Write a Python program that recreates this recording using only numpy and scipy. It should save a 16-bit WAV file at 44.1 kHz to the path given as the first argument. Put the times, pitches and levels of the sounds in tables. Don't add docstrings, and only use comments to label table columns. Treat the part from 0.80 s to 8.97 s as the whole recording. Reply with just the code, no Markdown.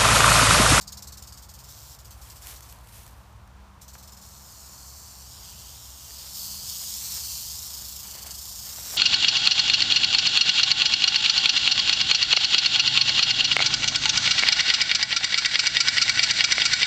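import sys
import numpy as np
from scipy import signal
from scipy.fft import rfft, irfft
from scipy.io import wavfile
from scipy.ndimage import map_coordinates

SR = 44100
rng = np.random.default_rng(int(sys.argv[2]) if len(sys.argv) > 2 else 0)


def store_wav(level_fs):
    pcm = np.round(np.clip(np.atleast_2d(level_fs), -1, 1) * 32767)
    wavfile.write(sys.argv[1], SR, pcm.T.astype(np.int16))


N = 360297
T = np.arange(N) / SR

# [f/Hz, relative level/dB]
SHELL_COLOUR = [(900, -45), (2100, -21.5), (2900, -11.5), (3600, -9.5), (4300, -4.5), (5200, -1.5),
                (6200, -2), (7100, -1.5), (8500, -4.5), (9600, -9.5), (10500, -10), (11600, -7.5),
                (13200, -4), (15400, -8)]
# [f/Hz, height above the colour/dB]
SHELL_RESONANCES = [(4470, 4.5), (5220, 4), (6450, 2.5), (7120, 5), (8280, 3.5)]
# [t/s, frequency ratio, share of their height]
RATTLE_TURNING = [(0, 1.02, 1.2), (1.2, 1.015, 0.54), (3, .985, 1.1), (4, 0.99, 1.33), (4.55, 1.06, .7),
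                  (4.85, 1.06, .1), (5.7, .98, 0.68), (7.15, .977, 0.48), (7.6, 1.01, 0.83),
                  (8.17, 1.07, 0.85)]


def rattle(mode_width_hz=150, ground_gain=0.23, twig_gain=0.23):
    ring = colour(clacking() * shaking(), SHELL_COLOUR)
    t, ratio, share = np.transpose(RATTLE_TURNING)
    ratio_now, share_now = np.interp(T, t, ratio), np.interp(T, t, share)
    for hz, height_db in SHELL_RESONANCES:
        extra_gain = amp(height_db * share_now) - 1
        ring = ring + extra_gain * resonate(ring, hz * ratio_now, mode_width_hz)
    ground_echo = ground_gain * echo(ring, delay_s=0.000601, travel_s=.00007, hz=3)
    twig_echo = twig_gain * echo(ring, delay_s=.003, travel_s=.0001, hz=1.2)
    return posture(0.91 * (ring + ground_echo + twig_echo))


# [t/s, turns per s]
TAIL_SPEED = [(0, 155), (3.2, 144), (3.9, 175), (5.05, 180), (5.3, 156), (6.1, 179), (6.85, 162),
              (7.4, 143), (7.85, 177), (8.17, 170)]


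def clacking(turn_db=1.5, rebound_db=0.9, lopsided_db=0.45, jitter=0.019, uneven_db=0.5):
    speed = curve(TAIL_SPEED) * (1 + jitter * wander(25))
    turn = 2 * np.pi * np.cumsum(speed) / SR
    beat_db = turn_db * np.cos(turn) + rebound_db * np.cos(2 * turn)
    beat_db += lopsided_db * np.cos(turn / 2)
    return unit(clicks(per_s=12000, spread_db=2.0) * amp(beat_db + uneven_db * wander(220)))


# [start t/s, number of flicks, interval/s, first relative level/dB, last relative level/dB]
TAIL_FLICKS = [(0.008, 2, 0.063, -41, -41), (0.119, 11, 0.05, -40, -48), (0.685, 5, .0495, -47, -49),
               (1.184, 3, .0595, -51.5, -48.5), (1.412, 1, 0, -50.5, -50.5),
               (1.494, 3, 0.0604, -46.5, -49.5), (1.754, 3, 0.066, -49, -52), (3.011, 2, .065, -49, -48.5),
               (3.129, 7, 0.047, -49.5, -51)]
# [t/s, relative level/dB]
SHORT_SHAKE = [(.89, -50.5), (1.15, -49)]
LONG_SHAKE = [(3.43, -51.5), (3.68, -51), (3.78, -49.5), (4.48, -48), (4.83, -45.5), (5.16, -46.2),
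              (5.31, -44.5), (5.51, -42), (5.58, -37.5), (5.67, -37), (5.81, -41), (5.9, -36.5),
              (6.38, -34.5), (6.95, -39), (7.35, -42.5), (7.58, -40), (8.03, -39.5), (8.17, -34)]


def shaking(flick_db=3.5, buzz_db=2.15, swell_db=0.53):
    flick_power = 0
    for start, count, interval, first_db, last_db in TAIL_FLICKS:
        for k, db in enumerate(np.linspace(first_db, last_db, round(count))):
            flick_power = flick_power + flick(start + k * interval, db) ** 2
    bouts = level(SHORT_SHAKE) + level(LONG_SHAKE)
    buzz = bouts * amp(buzz_db + throb() + swell_db * wander(17))
    return np.hypot(amp(flick_db) * np.sqrt(flick_power), buzz)


def flick(s, db, rise_s=0.0069, full_length_s=0.019, full_db=-41, linger_per_db=0.0562, roundness=1.38):
    age = np.maximum(T - s, 0)
    length = full_length_s * np.exp(linger_per_db * (full_db - db))
    settling = np.exp(-(age / length) ** roundness / roundness)
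    return amp(db) * np.minimum(age / rise_s, 1) * settling


# [t/s, throbs per s, depth/dB]
TAIL_SWAY = [(6.831, 26.8, 1.7), (7.3, 27.0, 2.2), (7.47, 24.1, 5), (7.65, 29.4, 1.5), (8.17, 29, 1)]


def throb(onset_s=.1, sag=0.11):
    t, per_s, depth_db = np.transpose(TAIL_SWAY)
    turns = np.cumsum(np.interp(T, t, per_s)) / SR
    onset = np.clip(1 + (T - t[0]) / onset_s, 0, 1)
    depth = np.interp(T, t, depth_db) * onset
    swing = np.cos(2 * np.pi * (turns - np.interp(t[0], T, turns)))
    return depth * (swing - sag * depth)


# [t/s, slope/dB per octave]
TREBLE_TILT = [(0, -3), (1, .5), (3.9, -0.5), (4.65, -2), (5.38, -.7), (5.62, 1.6), (6, -0.8), (6.8, -.3),
               (7.3, 1.5), (7.7, .1)]
# [t/s, level/dB]
LOW_BAND_GAIN = [(0, -9), (1, 4), (3.2, 0.5), (4.25, -6.5), (4.65, 3), (5.8, 2.5), (6.05, -.5), (6.8, -1),
                 (7.35, 6), (7.7, -0.5), (8.17, 3)]
MAIN_BAND_GAIN = [(0, 1.5), (4.3, -1.5), (4.65, 1), (5.26, -2.5), (5.36, 4), (5.82, 4), (6, 0), (7.2, 2.5),
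                  (8.17, -0.5)]


def posture(ring, low_hz=3000, main_hz=4600, band_width_hz=680, pivot_hz=6500):
    f, t, spectrum = signal.stft(ring, SR, nperseg=256)
    f = f[:, None]
    octaves = np.log2(np.maximum(f, low_hz) / pivot_hz)
    db = octaves * curve(TREBLE_TILT, t)
    for hz, band in ((low_hz, LOW_BAND_GAIN), (main_hz, MAIN_BAND_GAIN)):
        db = db + np.exp(-((f - hz) / band_width_hz) ** 2) * curve(band, t)
    return signal.istft(spectrum * amp(db), SR, nperseg=256)[1][:N]


# [middle t/s, relative level/dB, half length/s]
GRASS_SLITHERS = [(1.48, -61.5, 0.071), (1.695, -51.5, 0.032), (1.89, -64.5, 0.064), (2.18, -60, 0.064),
                  (2.33, -74, 0.12)]
LITTER_SCUFFS = [(5.31, -64, .03), (5.46, -60, .04), (5.83, -65, .05), (6.03, -56, .018),
                 (6.26, -58, 0.039), (6.37, -55.5, .035), (7.0, -63.5, .07), (7.26, -59.5, 0.032),
                 (7.39, -53, .04), (7.49, -55.5, .025), (7.88, -56, 0.029), (8.02, -53.5, 0.067),
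                 (8.135, -48.5, 0.036)]
# [f/Hz, relative level/dB]
GRASS_COLOUR = [(150, -8), (400, -6), (1000, -2), (2200, -0.5), (4000, -0.5), (7000, 1), (10500, 1.5),
                (13000, 1.5), (15500, -6)]
LITTER_COLOUR = [(150, -1.5), (350, -1), (950, 3), (1900, 2), (4000, -0.5), (8000, -4), (15000, -7.5)]


def brush(slither_db=11.0, feet_db=7):
    grass = unit(clicks(per_s=6000, spread_db=1.0) * amp(1.2 * wander(70)))
    litter = unit(clicks(per_s=3000, spread_db=2.5) * amp(2.3 * wander(50)))
    slithers = colour(grass * swells(GRASS_SLITHERS) * amp(slither_db), GRASS_COLOUR)
    scuffs = colour(litter * swells(LITTER_SCUFFS) * amp(feet_db), LITTER_COLOUR)
    return slithers + scuffs


# [t/s, relative level/dB]
STEM_SNAPS = [(1.6703, -28), (1.8072, -35.5), (1.9256, -34.5), (1.9874, -45), (2.0726, -40), (2.265, -38.5),
              (2.2783, -39), (2.5274, -51), (2.6764, -49)]
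GROUND_KNOCKS = [(3.153, -38), (5.306, -43), (7.352, -40.5), (7.382, -45), (7.447, -44), (7.462, -40.5),
                 (7.985, -40), (8.106, -42), (8.138, -32.5), (8.147, -38), (8.165, -35)]
# [f/Hz, relative level/dB]
KNOCK_COLOUR = [(150, -14), (400, -3.5), (680, 1), (1000, -3), (2200, -9), (4000, -24), (15000, -45)]


def snaps_and_knocks():
    snaps = hits(STEM_SNAPS, GRASS_COLOUR, gain_db=-2.0, fall_s=0.0011)
    knocks = hits(GROUND_KNOCKS, KNOCK_COLOUR, gain_db=1.0, fall_s=.002)
    return snaps + knocks


def hits(rows, points, gain_db, fall_s):
    strength = sum(amp(db + gain_db) * burst(s, 0.00024, fall_s) for s, db in rows)
    return colour(strength * rng.choice([-1, 1], N), points)


# [t/s, engine pitch f/Hz, relative level/dB]
FAR_VEHICLE = [(0, 55, -59.5), (.8, 54, -61), (1.3, 53.05, -60), (1.6, 51.96, -54.5), (2.05, 55.9, -54.5),
               (2.55, 53, -55.5), (2.95, 47, -64)]


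def vehicle(second_db=-3):
    t, hz, db = np.transpose(FAR_VEHICLE)
    pitch = np.interp(T, t, hz) * (1 + .015 * wander(5.1))
    turn = 2 * np.pi * np.cumsum(pitch) / SR
    first = np.sin(turn) * amp(2 * wander(4))
    second = amp(second_db + 2 * wander(4)) * np.sin(2 * turn)
    return np.sqrt(2) * (first + second) * level(np.transpose([t, db]), fade_s=.1)


# [t/s, level/dB before wavering]
THIRD_HARMONIC = [(.15, -59), (.9, -72), (1.8, -74.5), (3, -59), (4.2, -71.5), (4.6, -63), (5.1, -74),
                  (5.7, -62), (8.17, -65)]


def machine(hum_hz=65.66, first_db=-54.5, second_db=-65):
    hum = 0
    for k, gain in enumerate((amp(first_db), amp(second_db), amp(curve(THIRD_HARMONIC))), 1):
        phase = 2 * np.pi * k * hum_hz * T + .5 * wander(4.3)
        hum = hum + gain * amp(1.43 * wander(2)) * np.sin(phase)
    return np.sqrt(2) * hum


# [f/Hz, relative level/dB per Hz]
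WASH_COLOUR = [(20, -6.5), (70, 10), (120, 8.5), (170, 3), (260, -3.5), (420, -6), (700, -1.5), (1020, 1.5),
               (1400, -3.5), (2000, -10.5), (4000, -14.5), (7000, -18.5), (10500, -24), (15000, -28)]
# [f/Hz, relative level/dB]
RUMBLE_LEVEL = [(0, -52), (.7, -55), (2.4, -54.5), (4, -59), (4.6, -54), (5.3, -56.5), (6.8, -52),
                (7.4, -56)]
LOW_RUMBLE_COLOUR = [(20, -40), (37, -16), (54, 0), (80, 0.5), (95, -6.5), (112, -3), (150, -15.5),
                     (300, -45)]


def traffic(wash_db=-54):
    wash = amp(wash_db) * colour(rng.standard_normal(N), WASH_COLOUR) * amp(.5 * wander(4.1))
    rumble = colour(rng.standard_normal(N), LOW_RUMBLE_COLOUR, size=8192)
    return wash + amp(curve(RUMBLE_LEVEL)) * rumble


def amp(db):
    return 10 ** (np.asarray(db) / 20)


def unit(x):
    return x / np.sqrt(np.mean(x ** 2) + 1e-20)


def curve(rows, t=T):
    return np.interp(t, *np.transpose(rows))


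def level(rows, fade_s=0.018):
    s, db = np.transpose(rows)
    outside = np.maximum(np.maximum(s[0] - T, T - s[-1]), 0)
    return amp(np.interp(T, s, db)) * np.exp(-outside / fade_s)


def wander(hz):
    f = np.fft.rfftfreq(N, 1 / SR)
    spectrum = rfft(rng.standard_normal(N)) * np.exp(-(f / hz) ** 2)
    return unit(irfft(spectrum, N))


def colour(x, points, size=2048):
    f = abs(np.fft.fftfreq(size, 1 / SR))
    hz, db = np.transpose(points)
    db = np.interp(np.log(f + 1), np.log(hz), db)
    minimum_phase = np.exp(np.conj(signal.hilbert(np.log(amp(db)))))
    ring = np.fft.ifft(minimum_phase).real
    return signal.oaconvolve(x, ring / np.linalg.norm(ring))[:N]


def resonate(x, hz, width_hz):
    turn = np.exp(2j * np.pi * np.cumsum(hz) / SR)
    r = np.exp(-np.pi * width_hz / SR)
    smooth = signal.lfilter([1 - r], [1, -r], x / turn + 1e-18)
    return 2 * (turn * smooth).real


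def echo(x, delay_s, travel_s, hz):
    return map_coordinates(x, [(T - delay_s - travel_s * wander(hz)) * SR], order=3)


def clicks(per_s, spread_db):
    size = amp(spread_db * np.minimum(rng.exponential(1, N), 4)) * rng.choice([-1, 1], N)
    return unit(size * (rng.random(N) < per_s / SR))


def burst(s, rise_s, fall_s):
    age = np.maximum(T - s, 0)
    return np.minimum(age / rise_s, 1) * np.exp(-np.maximum(age - rise_s, 0) / fall_s)


def swells(rows, roundness=1.31):
    return np.sqrt(sum(amp(db) ** 2 * np.exp(-abs((T - s) / half) ** roundness) for s, db, half in rows))


def scene():
    near = rattle() + brush() + snaps_and_knocks()
    far = vehicle() + machine() + traffic()
    return (near + far)[None]


def record(dry, notch_hz=10450, notch_width_hz=450, notch_db=-7, edge_hz=15420):
    notch = resonate(dry[0], np.full(N, notch_hz), notch_width_hz)
    heard = dry[0] + (amp(notch_db) - 1) * notch
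    low_pass = signal.firwin(511, edge_hz, window=("kaiser", 9), fs=SR)
    return signal.oaconvolve(heard, low_pass, "same")[None]


dry = scene()
out = record(dry)
store_wav(out)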